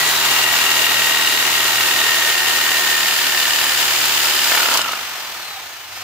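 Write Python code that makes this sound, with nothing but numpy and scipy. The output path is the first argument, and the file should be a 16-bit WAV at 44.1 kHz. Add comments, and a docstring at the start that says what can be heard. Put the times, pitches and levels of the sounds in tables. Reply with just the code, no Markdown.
"""An electric jigsaw cuts through a plastic bracket held just above a concrete garage floor.
Its motor drives a crank through a whining gear; every stroke knocks in the housing and rasps through
the plastic: impacts ring resonances, tones follow the shaft, and coloured noise makes chips and air.
Near the end of the cut the loosened piece chatters, the blade comes free and the motor coasts down."""
import sys
import numpy as np
from scipy import signal
from scipy.fft import rfft, irfft, next_fast_len
from scipy.io import wavfile

SR = 44100
rng = np.random.default_rng(int(sys.argv[2]) if len(sys.argv) > 2 else 0)


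def inscribe(sig):
    """Save sig as 16-bit PCM at rate SR to the path in sys.argv[1].

    A 1-D sig is mono; a 2-D sig holds one channel per row.
    Samples are clipped to [-1, 1] before scaling.
    """
    pcm = np.round(np.clip(np.atleast_2d(sig).T, -1, 1) * 32767)
    wavfile.write(sys.argv[1], SR, pcm.astype(np.int16))


N = 265922

GEAR_TEETH, PINION_TEETH = 48, 5
SWITCH_OFF_S, BRAKE_S = 4.62, 0.26  # trigger let go; the plastic brakes the blade for this long

# moments of load in every stroke: bite, long pull, return
# [angle/turn, width/turns, tooth load/dB, rasp swell/dB]
LOADED_MOMENTS = [(.53, .04, -1.5, 1.7), (.675, .045, -3.5, 2.6), (.14, .13, -11, 1.8)]
# resonances of the plastic bracket [f/Hz, width/Hz, relative level/dB]
BRACKET_MODES = [(297, 150, -19), (653, 84, -3), (898, 120, 0.5), (1290, 254, 4), (1620, 280, -16),
                 (2150, 1200, -16), (2800, 400, 2), (4430, 500, -4)]


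def from_db(db):
    """Decibels to gain."""
    return 10 ** (np.asarray(db) / 20)


def rms_one(x):
    """Scale to rms 1."""
    return x / np.sqrt(np.mean(x ** 2) + 1e-20)


def in_time(rows):
    """Each column of a curve at every sample."""
    s, *columns = np.transpose(rows)
    return [np.interp(np.arange(N) / SR, s, column) for column in columns]


def ramp(start_s, length_s):
    """Rises evenly from 0 to 1."""
    return np.clip((np.arange(N) / SR - start_s) / length_s, 0, 1)


def gain_at(points, hz):
    """Gain of a dB table on a log-frequency axis."""
    f, db = np.transpose(points)
    return from_db(np.interp(np.log(hz + 1), np.log(f), db))


def drift(rate):
    """Smooth chance with rms 1, through a new random value this many times per second."""
    knots = rng.standard_normal(int(rate * N / SR) + 2)
    return rms_one(np.interp(np.arange(N) * rate / SR, np.arange(len(knots)), knots))


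def swell(turns, angle, width):
    """A smooth bump once in every turn."""
    distance = (turns - angle + .5) % 1 - .5
    return np.exp(-.5 * (distance / width) ** 2)


def per_stroke(turns):
    """Chance with spread 1, drawn anew for every stroke."""
    return rng.standard_normal(size=400)[turns.astype(int)]


def stereo_noise(spectrum):
    """Coloured noise, alike in the bass and wide in the treble; its middle has spread 1."""
    # stereo width [f/Hz, side minus mid/dB]
    side_width = [(60, -25), (250, -13.5), (500, -12.5), (1000, -8), (2000, -5.5), (4000, -1), (8000, 0),
                  (15000, -1)]
    # stereo balance [f/Hz, left minus right/dB]
    balance = [(500, 1), (1500, -1), (2800, 2.5), (4200, -1), (5600, 1), (6900, -6.5), (8000, 2.5),
               (11000, 3.5), (14500, -1.5)]
    size = next_fast_len(N)
    mid, side = rfft(rng.standard_normal((2, size)))
    hz = np.arange(len(mid)) * SR / size
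    side = side * gain_at(side_width, hz)
    left_over_right = gain_at(balance, hz)
    pair = np.array([(mid + side) * left_over_right, mid - side]) / np.sqrt(1 + left_over_right ** 2)
    pair = irfft(pair * gain_at(spectrum, hz), size)[:, :N]
    return pair / np.std(pair.mean(axis=0))


def resonate(x, modes):
    """Parallel two-pole resonances with alternating signs; a narrower mode rings longer."""
    out = 0
    for k, (hz, width, db) in enumerate(modes):
        r = np.exp(-np.pi * width / SR)
        zeros = [(1 - r * r) / 2, 0, (r * r - 1) / 2]
        poles = [1, -2 * r * np.cos(2 * np.pi * hz / SR), r * r]
        out = out + (-1) ** k * from_db(db) * signal.lfilter(zeros, poles, x + 1e-18)
    return out


def tone(turns, flutter_db, spread):
    """A sine of rms 1 whose level and phase (spread in radians) waver on their way to each ear."""
    ears = []
    for ear in range(2):
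        level = np.sqrt(2) * from_db(flutter_db * drift(11))
        ears.append(level * np.sin(2 * np.pi * turns + spread * drift(7.6)))
    return np.array(ears)


def bursts(events, decay_s):
    """An envelope that jumps at each event and dies away."""
    kicks = np.zeros(N)
    for s, db in events:
        kicks[round(s * SR)] = from_db(db)
    return signal.lfilter([1], [1, -np.exp(-1 / (decay_s * SR))], kicks)


def blade_speed(friction_hz_per_s=6.45, drag_loss_hz=21.5, drag_s=1.5, brake_loss_hz=4.68):
    """Strokes per second: sagging in the cut, then slowed by friction, early air drag and the plastic."""
    # blade speed while the trigger is held [t/s, stroke rate/Hz]
    held_speed = [(0, 40.33), (.729, 39.485), (1.665, 39.252), (2.164, 38.365), (2.673, 38.418),
                  (3.421, 37.634), (4.042, 37.306)]
    coast_s = np.maximum(np.arange(N) / SR - SWITCH_OFF_S, 0)
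    friction = friction_hz_per_s * coast_s
    drag = drag_loss_hz * (1 - np.exp(-coast_s / drag_s))
    brake = brake_loss_hz * ramp(SWITCH_OFF_S, BRAKE_S)
    return in_time(held_speed)[0] - friction - drag - brake


def hand():
    """Push in dB, and the forward lean from 0 to 1."""
    # the hand on the saw; lean shifts from the backward to the forward housing modes
    # [t/s, push into the cut/dB, forward lean/dB]
    grip = [(0, 1, -9), (.45, .5, -24), (1.4, 0, -11.5), (2.1, 0, -10), (3.1, -1, 3), (4.55, .5, 10),
            (4.85, -2.5, -3)]
    push_db, lean_db = in_time(grip)
    return push_db, 1 / (1 + from_db(-lean_db))


def touching(clear_s=4.83, release_s=0.37):
    """1 while the blade rubs on the bracket, falling to 0 as it slips clear."""
    return (1 - ramp(clear_s, release_s)) ** 2


def over_stroke(turns, slack_db=-64.0):
    """Tooth load and rasp gain swell around each loaded moment of the turn."""
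    load, rasp_db = from_db(slack_db), 0
    for angle, width, tooth_db, swell_db in LOADED_MOMENTS:
        bump = swell(turns, angle, width)
        load = load + from_db(tooth_db) * bump
        rasp_db = rasp_db + swell_db * bump
    return load, from_db(rasp_db)


def reversal_throb(turns, depth):
    """Level swing that peaks twice a stroke, at each reversal of the blade."""
    return 1 + depth * np.cos(4 * np.pi * (turns - LOADED_MOMENTS[0][0]))


def crank_force(speed, settle_rise_db=15.0, settle_s=0.36, idle_db=-11.0, idle_power=2.0,
                speed_power=1.7, push_share=0.27):
    """Force builds as the blade settles into the cut; in free air only the parts' own inertia is left."""
    pace = speed / speed.max()
    force_db = push_share * hand()[0] + settle_rise_db * ramp(0, settle_s)
    cutting = from_db(force_db) * pace ** speed_power
    return cutting * touching() + from_db(idle_db) * pace ** idle_power


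def garage_murmur(level_db=-58.5):
    """The low murmur of the garage is steady noise, strongest in the bass."""
    # murmur colour [f/Hz, relative level per Hz/dB]
    murmur_colour = [(30, -16), (60, -8), (95, 0), (150, -10), (400, -31)]
    return from_db(level_db) * stereo_noise(murmur_colour)


def fan(turns, speed, air_db=-26.0, full_flow_hz=26.7, flow_power=1.45, throb=0.14):
    """Rushing air and sliding parts throb at each reversal and fade below the full-flow stroke rate."""
    # air colour [f/Hz, relative level per Hz/dB]
    air_colour = [(30, -46), (90, -38), (160, -25), (350, -16), (530, -14), (730, -5.5), (1100, -6),
                  (1900, -6), (2900, -6), (4200, -10), (6200, -13), (10200, -22), (12500, -16.5),
                  (15400, -16.5)]
    flow = np.minimum(speed / full_flow_hz, 1) ** flow_power
    return from_db(air_db) * flow * stereo_noise(air_colour) * reversal_throb(turns, throb)


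def motor(turns, speed, rotor_power=4.3, carrier_db=-54.0, carrier_order=3, whistle_order=42,
          brush_rise_s=0.9):
    """Unbalance, fan and commutator tones all follow the rotor; the brushes start to sing as it coasts."""
    # rotor unbalance carried by the body [rotor f/Hz, level/dB]
    unbalance_level = [(100, -54), (118, -76), (175, -62), (260, -63), (370, -45)]
    # rotor tones [multiple of rotor speed, level at full speed/dB]
    rotor_tones = [(2, -47), (3, -52), (6, -49), (11, -48), (24, -51), (30, -53)]
    # the rotor's high whistle at each pitch [f/Hz, level/dB]
    whistle_level = [(13000, -60), (14800, -44), (15060, -33.5), (15250, -34), (15500, -36), (15650, -55)]
    # brush singing, strongest at the rate of the 24 commutator bars
    # [multiple of rotor speed, level before housing/dB]
    brush_tones = [(24, -39), (30, -51), (36, -54), (42, -57), (48, -48), (54, -52), (60, -49), (66, -50),
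                   (72, -48), (78, -50), (84, -51), (96, -53), (108, -54), (120, -55)]
    # how well the housing radiates the brushes [f/Hz, gain/dB]
    brush_colour = [(2500, -17), (3050, -12), (3350, -18), (3700, -5), (3950, .5), (4350, -2), (4700, -2.5),
                    (5100, .5), (5450, -1), (5700, -7), (6100, -13), (6750, -2), (7400, -9), (8000, -13),
                    (11500, -14), (13000, -2), (14500, 2.5), (15500, 1), (16500, -40)]
    gearing = GEAR_TEETH / PINION_TEETH
    rotor, rotor_hz, pace = turns * gearing, speed * gearing, speed / speed.max()
    unbalance = gain_at(unbalance_level, rotor_hz) * tone(rotor, flutter_db=1, spread=0.055)
    # leaning forward, the sliding blade carrier hums at a multiple of the stroke rate
    hum = from_db(carrier_db) * hand()[1] * tone(carrier_order * turns, flutter_db=3.0, spread=0.1)
    for k, db in rotor_tones:
        hum = hum + from_db(db) * tone(k * rotor, flutter_db=7.5, spread=0.66)
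    whistle = gain_at(whistle_level, whistle_order * rotor_hz)
    whistle = whistle * tone(whistle_order * rotor, flutter_db=1, spread=.35)
    singing = 0
    for k, db in brush_tones:
        level = from_db(db) * gain_at(brush_colour, k * rotor_hz)
        singing = singing + level * tone(k * rotor + .06 * drift(110), flutter_db=2.5, spread=.45)
    return unbalance + pace ** rotor_power * hum + whistle + ramp(SWITCH_OFF_S, brush_rise_s) * singing


def free_gears(turns, speed, level_db=-32.0, speed_power=1.3, throb=.45):
    """Unloaded, the teeth rattle in their play, most at each reversal, and ring the gear case."""
    # gear case, heard once the blade runs free [f/Hz, width/Hz, relative level/dB]
    case_modes = [(750, 57, -4), (1250, 53, 4), (1490, 90, -1), (1770, 41, 5), (2060, 88, -1),
                  (4290, 150, -6)]
    free = 1 - touching()
    rattle = rng.standard_normal(N) + .5 * rng.standard_normal((2, N))
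    ringing = rms_one(resonate(rattle * reversal_throb(turns, throb), case_modes))
    return from_db(level_db) * free * (speed / speed.max()) ** speed_power * ringing


def gear_whine(turns, speed, speed_power=1.4, bead_spread_db=1.15, between_beads=.4,
               coast_between_beads=.3, coast_unrest=.08, octave_unrest=.12, unrest_per_s=90,
               octave_swing=.17):
    """The tooth rate sings in two beads a stroke under its octave; coasting, it slides through resonances.

    Unrest and swing are phase deviations in cycles.
    """
    # gear whine in the cut [t/s, bite level/dB, return level/dB, octave level/dB]
    whine_levels = [(0, -17, -21, -36), (.2, -28, -33, -27), (.4, -31, -35, -37), (.47, -15, -24, -36),
                    (.6, -26, -35, -37), (1.2, -19, -35, -30.5), (1.45, -28.5, -53, -35),
                    (1.85, -22, -55, -40), (2.03, -20, -28, -27), (2.3, -24, -23, -46),
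                    (2.47, -27, -27, -37), (2.88, -25, -19.5, -43), (3.15, -23, -36, -38),
                    (3.35, -23, -29, -43), (3.75, -25, -43, -40), (4.0, -37, -46, -44),
                    (4.6, -35, -44, -36), (4.8, -42, -48, -48)]
    # resonances that the coasting whine slides through [f/Hz, width/Hz, level at full speed/dB]
    whine_peaks = [(1340, 190, -27.5), (790, 75, -31)]
    mesh_turns = turns * GEAR_TEETH
    bite, back, octave = from_db(in_time(whine_levels)) * touching()
    # part of the return level sounds all through the stroke
    return_bead = between_beads + (1 - between_beads) * swell(turns, angle=.18, width=.085)
    beads = bite * swell(turns, angle=.595, width=.075) + back * return_bead
    beads = beads * from_db(bead_spread_db * per_stroke(turns))
    mesh = beads * tone(mesh_turns, flutter_db=0.5, spread=0.069)

    response = 0
    for hz, width, db in whine_peaks:
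        detuning = 2 * (speed * GEAR_TEETH - hz) / width
        response = response + from_db(db) / (1 + detuning ** 2)
    coast_bead = rms_one(coast_between_beads + swell(turns, angle=.62, width=.13))
    coasting = response * (speed / speed.max()) ** speed_power * coast_bead * ramp(SWITCH_OFF_S, BRAKE_S)
    slide = tone(mesh_turns + coast_unrest * drift(unrest_per_s), flutter_db=2, spread=.2)

    waver = octave_swing * np.sin(2 * np.pi * turns) + octave_unrest * drift(unrest_per_s)
    octave_tone = tone(2 * mesh_turns + waver, flutter_db=0.0, spread=0.72)
    return mesh + coasting * slide + octave * octave_tone


def breakthrough(knock_db=14.0, ring_db=21.5, clatter_db=-13.5, buzz_db=-25.0, buzz_s=0.014,
                 thud_db=7.0, snag_db=0.5, scatter=0.86):
    """Slaps thud on the bracket and leave the loose piece ringing and buzzing; the exiting teeth snag."""
    # about one slap a stroke at first, then uneven bounces mixed with stroke-timed knocks and rings
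    # [t/s, relative bracket knock/dB, relative ring of the piece/dB]
    slaps = [(4.464, -16, -24), (4.493, -17, -26), (4.518, -6, -11), (4.547, -9, -10), (4.574, -6, -10),
             (4.6, -11, -12), (4.627, -16, -13), (4.655, -15, -11.5), (4.685, -13, -15), (4.712, -19, -14),
             (4.723, -13, -26), (4.755, -9, -17), (4.783, -24, -18), (4.792, -10, -23), (4.814, -26, -21),
             (4.848, -22, -21), (4.86, -15, -32), (4.891, -14, -26), (4.932, -13, -17), (4.968, -22, -27)]
    # sharp bursts of noise as the cut ends, some in time with the crank's strokes [t/s, relative level/dB]
    snag_events = [(4.7395, -13.5), (4.7725, -10.5), (4.816, -18), (4.883, -26), (4.92, -20.5)]
    # snag colour [f/Hz, relative level per Hz/dB]
    snag_colour = [(100, -40), (300, -13), (1500, -24), (4200, 6.5), (8000, -4), (11000, -7), (15500, -11)]
    # resonances of the piece being cut off [f/Hz, width/Hz, relative level/dB]
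    piece_modes = [(1335, 85, 7), (1435, 65, 5), (1790, 110, -1), (2100, 220, -3)]
    knocks = [(s, db) for s, db, _ in slaps]
    rings = [(s, db) for s, _, db in slaps]
    contact = rng.standard_normal(N) + scatter * rng.standard_normal((2, N))
    clatter = from_db(clatter_db) * contact * bursts(knocks, decay_s=0.0048)
    blows = bursts(knocks, decay_s=0.00019) + clatter
    thud_band = signal.butter(2, [290, 700], "band", fs=SR, output="sos")
    thud = signal.sosfilt(thud_band, bursts(knocks, decay_s=0.00008) + 1e-18)
    buzz = from_db(buzz_db) * contact * bursts(rings, decay_s=buzz_s)
    piece = resonate(bursts(rings, decay_s=0.000091) + buzz, piece_modes)
    snags = stereo_noise(snag_colour) * bursts(snag_events, decay_s=0.0043)
    on_bracket = from_db(knock_db) * resonate(blows, BRACKET_MODES) + from_db(thud_db) * thud
    return on_bracket + from_db(ring_db) * piece + from_db(snag_db) * snags


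def sawing(turns, rasp_gain, rasp_db=-21.5, hiss_db=-25.0, rub_db=-14.0, cut_ends_s=4.78,
           cut_release_s=0.066, loose_s=4.48, loose_for_s=0.245,
           shake_db=-45.5, shake_lean_db=-10.0, shake_loose_db=0.0, shake_wander_db=3,
           shake_wander_per_s=3, rumble_db=-6.0, ring_db=-28.0, ring_lean_db=-6.0,
           ring_loose_db=7.0, grain_db=0.5, bite_db=0.73):
    """Teeth tear out uneven chips and ring the bracket; leaning steadies it, the loosening piece frees it."""
    # colours of the rasp, its treble hiss and the teeth's push on the bracket
    # [f/Hz, relative level per Hz/dB]
    rasp_colour = [(30, -48), (110, -44), (220, -21), (370, -14), (500, -13), (700, -16), (920, -6),
                   (1130, -11.5), (1400, -2.5), (2200, -3.5), (3000, -2.5), (4500, -4.5), (5900, -9.5),
                   (7100, -6), (8500, -14.5), (11000, -33)]
    hiss_colour = [(6500, -29), (8000, -8), (9700, -1), (11200, -0.5), (12500, 1.5), (14000, 2), (15500, 1)]
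    push_colour = [(250, 10.5), (600, 6), (900, 7), (1400, -0.5), (4000, -33)]
    # rumble of the shaking body [f/Hz, relative level per Hz/dB]
    rumble_colour = [(30, -17), (70, 2), (130, 2), (260, -7), (500, -21), (1200, -40)]
    # shaking of the body [multiple of stroke rate, relative level/dB]
    shake_tones = [(2, -14), (3, -5.5), (4, -7), (5, -6), (6, -11.5), (7, -1), (8, -4.5), (10, 0.5),
                   (11, -5.5), (12, -6)]
    push_db, forward = hand()
    # a little rubbing remains after the teeth leave the plastic
    cutting = np.maximum(1 - ramp(cut_ends_s, cut_release_s), from_db(rub_db))
    loose = ramp(loose_s, loose_for_s)
    chips = from_db(grain_db * drift(900) + bite_db * drift(70))
    rasp = from_db(rasp_db) * stereo_noise(rasp_colour) + from_db(hiss_db) * stereo_noise(hiss_colour)
    ring_gain = from_db(ring_db + ring_lean_db * forward + ring_loose_db * loose)
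    ring = ring_gain * rms_one(resonate(chips * stereo_noise(push_colour), BRACKET_MODES))
    shake = 0
    for k, db in shake_tones:
        # each multiple swells and sinks with the grip
        level = np.sqrt(2) * from_db(db + shake_wander_db * drift(shake_wander_per_s))
        shake = shake + level * np.sin(2 * np.pi * (k * turns + rng.random()))
    shake_gain = from_db(shake_db + shake_lean_db * forward + shake_loose_db * loose)
    thrum = shake_gain * (shake + from_db(rumble_db) * stereo_noise(rumble_colour))
    return ((rasp * chips * rasp_gain + ring) * cutting + thrum) * from_db(push_db) * touching()


def backlash(turns, angle=.553, scatter_turns=.001, spread_db=1.2, pan_db=2):
    """Play in the crank closes with a hard knock on the blade carrier once a stroke, in varying force."""
    # the knock hardens deep in the cut and dies in free air [t/s, relative force/dB]
    knock_force = [(0, -8), (.45, -6), (1.1, -6), (1.35, 0), (2.3, 0), (2.9, -1), (4.6, -1), (4.85, -5),
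                   (4.97, -17), (6, -22)]
    # blade carrier, leaning back and leaning into the cut [f/Hz, width/Hz, relative level/dB]
    carrier_back = [(2770, 260, 16.5), (4700, 900, -3)]
    carrier_forward = [(3050, 170, 19.5), (4700, 900, 0), (7150, 500, 1)]
    clicks = np.diff(np.floor(turns - angle + scatter_turns * per_stroke(turns)), prepend=-1)
    blows = clicks * from_db(in_time(knock_force)[0] + spread_db * per_stroke(turns))
    forward = hand()[1]
    ringing = resonate(blows * (1 - forward), carrier_back) + resonate(blows * forward, carrier_forward)
    return ringing * from_db([[pan_db], [-pan_db]])


def crank(turns, load, force, stroke_spread_db=1.0, level_db=-23.5, pan_db=0.5):
    """Loaded teeth strike and rattle, with wear that repeats on every turn; all of it rings the housing."""
    # housing, leaning back and leaning into the cut [f/Hz, width/Hz, relative level/dB]
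    housing_back = [(1344, 37, -5), (1896, 80, -4.5), (2805, 70, 6.3), (3800, 110, -11)]
    housing_forward = [(1340, 90, -9), (1830, 150, -10.5), (2330, 200, -11), (2650, 110, -2.5),
                       (2950, 130, 1), (3085, 90, 3.5), (3620, 160, -17), (4830, 300, -5), (5300, 200, -8),
                       (7200, 400, -11)]
    teeth = rms_one(load * np.diff(np.floor(turns * GEAR_TEETH), prepend=0))
    wear = []
    for face in rng.standard_normal((2, 1024)):
        wear.append(np.interp(turns, np.arange(len(face)) / len(face), face, period=1))
    worn = rms_one(load * np.array(wear))
    rattle = rms_one(load * rng.standard_normal((2, N)))
    contact = from_db(-4) * teeth + from_db(-1) * worn + from_db(-4) * rattle
    drive = contact * from_db(stroke_spread_db * per_stroke(turns)) * force
    forward = hand()[1]  # share of the force that reaches the forward modes
    ringing = resonate(drive * (1 - forward), housing_back) + resonate(drive * forward, housing_forward)
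    return from_db(level_db) * rms_one(ringing) * from_db([[pan_db], [-pan_db]])


def garage(x, wet_db=-14.0, gap_s=0.0044, t60_s=0.22):
    """A diffuse tail off floor and walls, different at each ear."""
    t = np.arange(SR // 2) / SR
    tail = rng.standard_normal((2, len(t))) * from_db(-60 * t / t60_s) * (t > gap_s)
    tail /= np.sqrt(np.sum(tail ** 2, axis=1, keepdims=True))
    return x + from_db(wet_db) * signal.fftconvolve(x, tail, axes=1)[:, :N]


def nearness(start_s=5.88, takes_s=0.095, rise_db=5.5):
    """Gain of the coasting saw as it is brought nearer."""
    return from_db(rise_db * ramp(start_s, takes_s))


def scene(left_lag_samples=2):
    """One shaft speed drives every part of the saw, whose sound reaches the right ear first."""
    speed = blade_speed()
    turns = np.cumsum(speed) / SR
    load, rasp_gain = over_stroke(turns)
    knocks = crank(turns, load, crank_force(speed)) + backlash(turns)
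    knocks = garage(knocks + free_gears(turns, speed) + breakthrough())
    whine = gear_whine(turns, speed) + motor(turns, speed)
    saw = knocks + whine + sawing(turns, rasp_gain) + fan(turns, speed)
    left, right = saw * nearness()
    left = np.pad(left, (left_lag_samples, 0))[:N]
    return np.array([left, right]) + garage_murmur()


def record(dry, top=1.9, cutoff_hz=15550):
    """The highest peaks are rounded and the top of the spectrum is cut steeply."""
    rounded = top * np.tanh(dry / top)
    low_pass = signal.ellip(12, .1, 90, cutoff_hz, fs=SR, output="sos")
    return signal.sosfilt(low_pass, rounded)


dry = scene()
out = record(dry)
inscribe(out)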